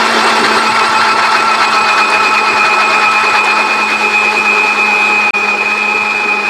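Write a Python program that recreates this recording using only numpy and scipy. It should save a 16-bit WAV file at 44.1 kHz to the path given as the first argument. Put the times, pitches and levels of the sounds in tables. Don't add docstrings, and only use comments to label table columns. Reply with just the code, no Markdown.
import sys
import numpy as np
from scipy import signal
from scipy.fft import rfft, irfft
from scipy.io import wavfile
from scipy.ndimage import uniform_filter1d, minimum_filter1d

SR = 44100
rng = np.random.default_rng(int(sys.argv[2]) if len(sys.argv) > 2 else 0)


def how_loud(loudness_db):
    steps = np.asarray(loudness_db, float) / 20
    return 10 ** steps


def master_out(mix):
    frames = np.transpose(np.atleast_2d(mix))
    ceiling = np.clip(frames, -1, 1)
    pcm = np.round(ceiling * 32767).astype(np.int16)
    wavfile.write(sys.argv[1], SR, pcm)


N = 286322
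TIME_S = np.arange(N) / SR

# time in seconds, speed in Hz.
SPEED = [(0, 225.5), (.57, 223), (1.29, 222.7), (1.63, 219.8), (1.8, 216.3), (2.29, 214.3), (2.85, 214.3),
         (3.08, 212.7), (3.63, 214.2), (3.95, 214.6), (4.18, 210.5), (4.75, 211.5), (5.15, 209.9),
         (5.4, 207.2), (5.73, 210.4), (6.12, 211.5), (6.3, 207.5), (6.49, 208)]
# lowest speed at in seconds, laps so far, speed swing in Hz, churn swell in dB.
SWIRL = [(-.1, -1, 8.2, 1), (.055, 0, 8.2, 1), (.678, 4, 8.2, .5), (1.527, 10, 7.4, 3.5),
         (1.776, 12, 6.9, 4.2), (2.145, 15, 6.8, 2), (2.724, 20, 5.9, 3.3), (3.602, 28, 5, 3.5),
         (4.156, 33, 3.6, 3), (4.689, 38, 3.3, 1.9), (5.353, 44, 1.8, 1.2), (5.882, 47, 2.8, -.6),
         (6.106, 49, 1, 0), (6.415, 51, 2, 0), (6.57, 52, 3, 0)]
# time in seconds, speed change in Hz.
SLUMPS = [(1.1, -.4), (2.45, 1.05), (2.64, -1.22), (3.25, 0.95), (3.46, -.9), (3.64, .7), (4.34, 1.18),
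          (4.56, -1.25), (4.72, .8), (4.93, -1.1), (5.27, -1), (5.55, -0.77), (5.9, -.9)]
# time in seconds, extra swell in dB.
ODD_LAPS = [(.52, -1.5), (1.39, -1), (1.53, 2.5), (2.26, 3.5), (2.49, 1.5), (2.72, -3), (2.83, 2.5),
            (2.94, -2.5), (3.16, 2.5), (3.39, -0.5), (3.5, -1.3), (3.6, 1.5), (3.72, -3), (3.93, 0.5),
            (4.48, 0), (5.01, -1.5)]


def shaft():
    rise_share = 0.56
    slump_s, lap_s = 0.0652, 0.07
    laps = curve(SWIRL, column=1)
    half_laps = 2 * np.floor(laps) + 1 + np.interp(laps % 1, [0, rise_share, 1], [0, 1, 2])
    swing_hz = curve(SWIRL, column=2) / 2 * np.cos(np.pi * half_laps)
    hz = curve(SPEED, column=1) + bumps(SLUMPS, slump_s) + swing_hz
    swell_db = curve(SWIRL, column=3) + bumps(ODD_LAPS, lap_s)
    load_db = np.sin(np.pi * (half_laps - .1)) * swell_db / 2
    falling = np.sin(np.pi * half_laps)
    return hz, load_db, falling


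# cut in seconds, return in seconds, fade in seconds.
SPLICE = (5.3077, 5.3305, .018)
# time in seconds, depth in dB, length in seconds.
STUMBLES = [(3.981, 5.1, 0.027), (4.115, 4.8, 0.043), (4.335, 9.4, 0.05), (4.437, 5, 0.031),
            (4.755, 5.5, 0.036), (5.403, 5.3, 0.013), (5.469, 7.6, 0.017), (5.568, 7.4, 0.025),
            (5.643, 8.2, 0.018), (5.759, 6.5, 0.038), (6.047, 9.4, 0.014), (6.14, 6.0, 0.023),
            (6.27, 6.6, 0.014), (6.358, 5.7, 0.018), (6.424, 6.2, 0.017)]
# dB while grinding, share of nearness, extra dB on whole ice, extra dB once smooth.
HUM_DB = (-32, 0.43, 5, 2.5)


def motor(hz):
    before_cut = TIME_S < SPLICE[0]
    wander = np.where(before_cut, .001, .004) * drift(18.7) + 0.00091 * drift(71)
    turns = np.cumsum(hz * (1 + wander)) / SR
    stumble_db = 0
    for start_s, depth_db, length_s in STUMBLES:
        stumble_db = stumble_db + 1.15 * depth_db * np.exp(-(2.2 * (TIME_S - start_s) / length_s) ** 2)
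    braking = np.maximum(-np.gradient(hz) * SR / 100, 0)
    flutter_db = np.where(before_cut, .6, 1.4) * drift(45)
    hum = how_loud(level(*HUM_DB) + 1.5 * drift(5.5)) * sine(turns)
    whine = slot_whine(hz, turns, damped_db=stumble_db + 1.9 * braking + flutter_db)
    whistle = brushes(turns, damped_db=6.8 * braking ** 2 + 0.72 * stumble_db + flutter_db)
    return np.sqrt(2) * (hum + whine + whistle)


RIPPLE_HZ = 100
# frequency in Hz, gain in dB.
HOUSING = [(2370, -20.5), (2440, -12.5), (2520, -14), (2560, -20), (2600, -39), (2625, -46), (2660, -36),
           (2700, -30), (2750, -42)]
TWIN_HOUSING = [(2370, -17.5), (2430, -8.5), (2500, -11.5), (2545, -14), (2575, -29), (2605, -47),
                (2645, -31)]
# dB while grinding, share of nearness, extra dB on whole ice, extra dB once smooth.
WHINE_DB = (6.5, 1.18, -1, 2)
TWIN_DB = (-3, 0.79, -4.5, 1)


def slot_whine(hz, turns, damped_db):
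    slots = 12
    whine_hz, whine_turns = slots * hz, slots * turns
    housing_db = np.interp(whine_hz, *np.transpose(HOUSING))
    twin_housing_db = np.interp(whine_hz - RIPPLE_HZ, *np.transpose(TWIN_HOUSING))
    whine_db = level(*WHINE_DB) + housing_db + .8 * drift(30) - damped_db
    twin_db = level(*TWIN_DB) + twin_housing_db + .8 * drift(30) - damped_db
    return how_loud(whine_db) * sine(whine_turns) + how_loud(twin_db) * sine(whine_turns - RIPPLE_HZ * TIME_S)


# shaft multiple, level at the start in dB, level at the end in dB.
BRUSHES = [(23.6, 0.5, 0), (36.16, 2.5, 4.5), (48.2, -7.5, -10.5), (60, -24, -13), (72, -30, -24)]
# dB while grinding, share of nearness, extra dB on whole ice, extra dB once smooth.
BRUSH_DB = (-36.5, 1.65, -2, 0.5)


def brushes(turns, damped_db):
    spark_hz, spark_db_per_hz, flicker_db = 210.5, 2, 3.4
    whistle = 0
    for multiple, first_db, last_db in BRUSHES:
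        whistle_db = np.linspace(first_db, last_db, N) + flicker_db * drift(45)
        whistle = whistle + how_loud(whistle_db) * sine(multiple * turns)
    sparks = 1 + 0.12 * np.cos(2 * np.pi * RIPPLE_HZ * TIME_S)
    slow_db = spark_db_per_hz * np.maximum(spark_hz - curve(SPEED, column=1), 0)
    return whistle * sparks * how_loud(level(*BRUSH_DB) - slow_db - damped_db)


# time in seconds, factor.
COARSE = [
    (0, 0.68),
    (.6, 1.2),
    (.9, 1.72),
    (3.6, 1.26),
    (4.1, 0.5),
    (6.49, 0.87),
]


def jar(hz, load_db, falling):
    turns = np.cumsum(hz) / SR
    beat = 1 + 0.053 * np.cos(2 * np.pi * turns)
    coarse = curve(COARSE, column=1)
    splash_db = load_db + 1.05 * coarse * drift(25)
    wet = churn(turns, splash_db) + hiss(beat, coarse, load_db, splash_db) + fizz(beat, splash_db)
    return blades(turns, load_db) + wet + boom(splash_db) + rumble(falling)


# shaft multiple, housing ring in Hz, width in Hz,
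# pure share 0-1 at the start, pure share 0-1 at the end.
MAIN = [(2, 412, 38.6, 0.042, 0.42), (4, 851, 45, 0.13, 0.55), (5, 1079, 74.5, 0.085, 0.18),
        (6.05, 1317, 82, 0.36, 0.34)]
# dB while grinding, share of nearness, extra dB on whole ice, extra dB once smooth.
TONES_DB = [
    (-33.5, 0.85, 4, 9.5),
    (-16.5, 0.62, -6.5, -0.54),
    (-18.5, .8, -10, -4),
    (-13, 0.72, -4, -5),
]


def blades(turns, load_db):
    out = 0
    for (multiple, ring_hz, width_hz, first, last), tone_db in zip(MAIN, TONES_DB):
        pure = np.clip(np.linspace(first, last, N), 0, 1)
        smeared = fuzzy((multiple * turns + ring_hz * TIME_S) / 2, width_hz)
        tone = np.sqrt(2 * pure) * sine(multiple * turns) + np.sqrt(1 - pure) * smeared
        out = out + how_loud(level(*tone_db) - 1.0 + 0.17 * load_db) * tone
    return out


# shaft multiple, width in Hz, level over the churn in dB.
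BLADES = [(3, 27.5, -12), (7, 54, -10.5), (8.1, 43, -13.5), (10, 26, -14), (14, 16, -18)]
# frequency in Hz, density in dB per Hz.
CHURN = [(500, -27), (700, -8.5), (900, 0), (1200, -2), (1500, -2.5), (1900, -4.5), (2300, -6.5),
         (2700, -11), (3200, -51)]
# dB while grinding, share of nearness, extra dB on whole ice, extra dB once smooth.
CHURN_DB = (-16.5, 0.86, -1.1, -3)


def churn(turns, splash_db):
    tones = sum(how_loud(db) * fuzzy(multiple * turns, width_hz) for multiple, width_hz, db in BLADES)
    wash = how_loud(3.5) * noise(CHURN, patchy_db=1.56)
    return how_loud(level(*CHURN_DB) + 1.26 * splash_db) * (wash + tones)


# frequency in Hz, density in dB per Hz.
HISS = [(1620, -15.5), (2750, 0.5), (2910, -5.5), (3210, -3), (3500, 0.5), (3800, -4.5), (4140, -0.5),
        (4340, -0.5), (5080, -7), (5610, -9), (6120, -14.5), (7190, -21), (7400, -11), (9620, -49),
        (16300, -120)]
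# dB while grinding, share of nearness, extra dB on whole ice, extra dB once smooth.
HISS_DB = (-20, 1.05, 0.2, 0.1)


def hiss(beat, coarse, load_db, splash_db):
    spray = 0.99 * beat * noise(HISS, patchy_db=1.5)
    ice = coarse * (0.4 * grit(load_db) + 0.11 * crackle(load_db))
    return how_loud(level(*HISS_DB) + 0.95 * splash_db) * (spray + ice)


# frequency in Hz, level in dB, t60 in seconds.
JAR = [(3565, 3, 0.038), (4000, 1, 0.044), (4206, 5.5, 0.066), (4500, 3, 0.061), (4794, 3, 0.072),
       (5220, -20, 0.019), (5390, -1.5, 0.057), (6150, -29, 0.014), (8540, -10, 0.0097)]


def grit(load_db, per_s=700):
    strength = how_loud(1.8 * np.minimum(rng.exponential(1, N), 4))
    hits = strength * (rng.random(N) < per_s * how_loud(1.5 * load_db) / SR)
    which = rng.integers(0, len(JAR), N)
    out = 0
    for k, (hz, db, t60_s) in enumerate(JAR):
        out = out + how_loud(db) * signal.oaconvolve(hits * (which == k), ring(hz, t60_s))[:N]
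    return evened(out)


def crackle(load_db, per_s=260):
    strength = how_loud(4.0 * np.minimum(rng.exponential(1, N), 4))
    ticks = strength * (rng.random(N) < per_s * how_loud(2.2 * load_db) / SR)
    band = signal.butter(4, [3000, 8800], "band", fs=SR)
    return evened(signal.lfilter(*band, ticks * rng.choice([-1, 1], N)))


# frequency in Hz, density in dB per Hz.
FIZZ = [(4120, -15), (7000, 0.5), (7410, -18), (7790, -9), (8440, -2), (9720, -11), (10500, -12),
        (11000, -14), (12800, -15.5), (13500, -22), (15600, -24)]
# dB while grinding, share of nearness, extra dB on whole ice, extra dB once smooth.
FIZZ_DB = (-38, 1.21, 0.2, 1.6)


def fizz(beat, splash_db):
    return how_loud(level(*FIZZ_DB) + 3.3 + .95 * splash_db) * beat * noise(FIZZ, patchy_db=.9)


# time in seconds, peak in dB, ring in Hz.
CHIPS = [(0.388, -23, 6700), (0.9622, -24, 7180), (1.4237, -19, 7900), (1.5155, -17.5, 7100),
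         (1.712, -18, 7990), (1.9565, -26, 6290), (2.101, -12.5, 8400), (2.3406, -22, 8550),
         (2.9976, -19, 7770), (3.1158, -18, 7840), (3.4466, -15, 7600), (3.5119, -21, 7750),
         (4.3856, -18, 7630)]


def chips():
    length = 1500
    band = signal.butter(4, [3000, 9500], "band", fs=SR)
    fade = how_loud(-60 * np.arange(length) / SR / 0.038)
    out = np.zeros(N + length)
    for start_s, db, hz in CHIPS:
        tick = signal.lfilter(*band, rng.standard_normal(length)) * fade
        start = round(start_s * SR)
        out[start:start + length] += how_loud(db) * (0.61 * ring(hz, 0.016) + 0.66 * tick)
    return out[:N]


# time in seconds, peak in dB.
SNAPS = [(0.1151, -27), (0.1486, -32), (0.1835, -29), (0.8126, -24), (1.2394, -31), (2.1884, -34),
         (2.3406, -31), (2.7994, -33), (3.1198, -27), (3.4466, -30), (3.6486, -35), (4.3859, -31)]


def snaps():
    out = np.zeros(N)
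    start_s, db = np.transpose(SNAPS)
    out[np.round(start_s * SR).astype(int)] = how_loud(db + 7)
    return signal.lfilter(*signal.butter(2, 7000, "high", fs=SR), out)


# frequency in Hz, density in dB per Hz.
BOOM = [(140, -31), (240, -12.5), (264, -12.5), (403, -1), (476, -7.5), (588, -9.5), (738, -11),
        (800, -5.5), (1040, -16.5), (1760, -120)]
# dB while grinding, share of nearness, extra dB on whole ice, extra dB once smooth.
BOOM_DB = (-22.5, 0.9, 2.5, 1)


def boom(splash_db):
    return how_loud(level(*BOOM_DB) + 1.5 + 0.11 * splash_db) * noise(BOOM, patchy_db=2.5)


# frequency in Hz, density in dB per Hz.
RUMBLE = [(15, -59), (25, -33), (54, -36), (93, -9.5), (113, -4.5), (136, -7.5), (182, -15), (190, -4),
          (250, -32), (420, -120)]


def rumble(falling):
    trend_db = np.interp(np.arange(N) / N, [0, .45, 1], [4.0, -1.5, -3.0])
    return how_loud(-45.5 + trend_db - 3.0 * np.roll(falling, 900)) * noise(RUMBLE, patchy_db=2.5)


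# time in seconds, level in dB.
NEAR = [(0, 0), (.35, 0.5), (.75, -2.5), (1.4, -3), (2.1, -3), (2.5, -3.5), (2.8, -3.5), (3.2, -3.5),
        (3.7, -4.5), (4.3, -4.5), (5.1, -5.5), (5.6, -8), (6.2, -8.3), (6.49, -8.5)]
# from in seconds, to in seconds.
WHOLE_UNTIL = (0.53, 0.73)
GROUND_FROM = (3.58, 3.995)


def level(db, share, whole_db, smooth_db):
    whole = np.interp(TIME_S, WHOLE_UNTIL, [whole_db, 0])
    smooth = np.interp(TIME_S, GROUND_FROM, [0, smooth_db])
    return db + share * curve(NEAR, column=1) + whole + smooth


def noise(points, patchy_db):
    real, imag, patches = rng.standard_normal((N // 128 + 5, 257, 3)).T
    patches = uniform_filter1d(patches, 6, axis=0)
    patches = evened(uniform_filter1d(patches, 14, axis=1))
    frames = (real + 1j * imag) * how_loud(patchy_db * patches)
    flat = signal.istft(frames, nperseg=512, noverlap=384)[1][:N]
    hz, db = np.transpose(points)
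    fine_hz = np.fft.rfftfreq(N, 1 / SR)
    shape_db = np.interp(np.log(fine_hz + 1), np.log(hz + 1), db, -90, -90)
    return evened(irfft(rfft(flat) * how_loud(shape_db), N))


def fuzzy(turns, width_hz):
    r = np.exp(-np.pi * width_hz / SR)
    slow = signal.lfilter([1], [1, -2 * r, r * r], rng.standard_normal((N, 2)) @ [1, 1j])
    return evened((slow * np.exp(2j * np.pi * turns)).real)


def ring(hz, t60_s):
    t = np.arange(1500) / SR
    return np.sin(2 * np.pi * hz * t) * how_loud(-60 * t / t60_s) * np.minimum(t / 0.00025, 1)


def sine(turns):
    return np.sin(2 * np.pi * turns)


def drift(hz):
    slow = signal.lfilter(*signal.butter(2, hz, fs=SR / 32), rng.standard_normal(N // 32 + 2))
    return evened(np.interp(np.arange(N) / 32, np.arange(len(slow)), slow))


def bumps(rows, spread_s):
    return sum(height * np.exp(-((TIME_S - at_s) / spread_s) ** 2 / 2) for at_s, height in rows)


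def curve(rows, column):
    rows = np.array(rows)
    return np.interp(TIME_S, rows[:, 0], rows[:, column])


def evened(x):
    return x / np.sqrt(np.mean(x ** 2) + 1e-20)


def scene():
    hz, load_db, falling = shaft()
    return (motor(hz) + jar(hz, load_db, falling) + chips() + snaps())[None]


def top_cut(x):
    return signal.sosfilt(signal.butter(12, 15720, fs=SR, output="sos"), x)


def record(dry):
    cut_s, back_s, fade_s = SPLICE
    fade_in = np.sin(np.pi / 2 * np.clip((TIME_S - back_s) / fade_s, 0, 1)) ** 2
    gate = np.where(TIME_S < cut_s, 1, fade_in)
    over = np.maximum(abs(dry) - .6, 0)
    wanted = (.6 + .36 * np.tanh(over / .36)) / (.6 + over)
    gain = uniform_filter1d(minimum_filter1d(wanted, size=41), size=41)
    return top_cut(dry * gain * gate)


dry = scene()
out = record(dry)
master_out(out)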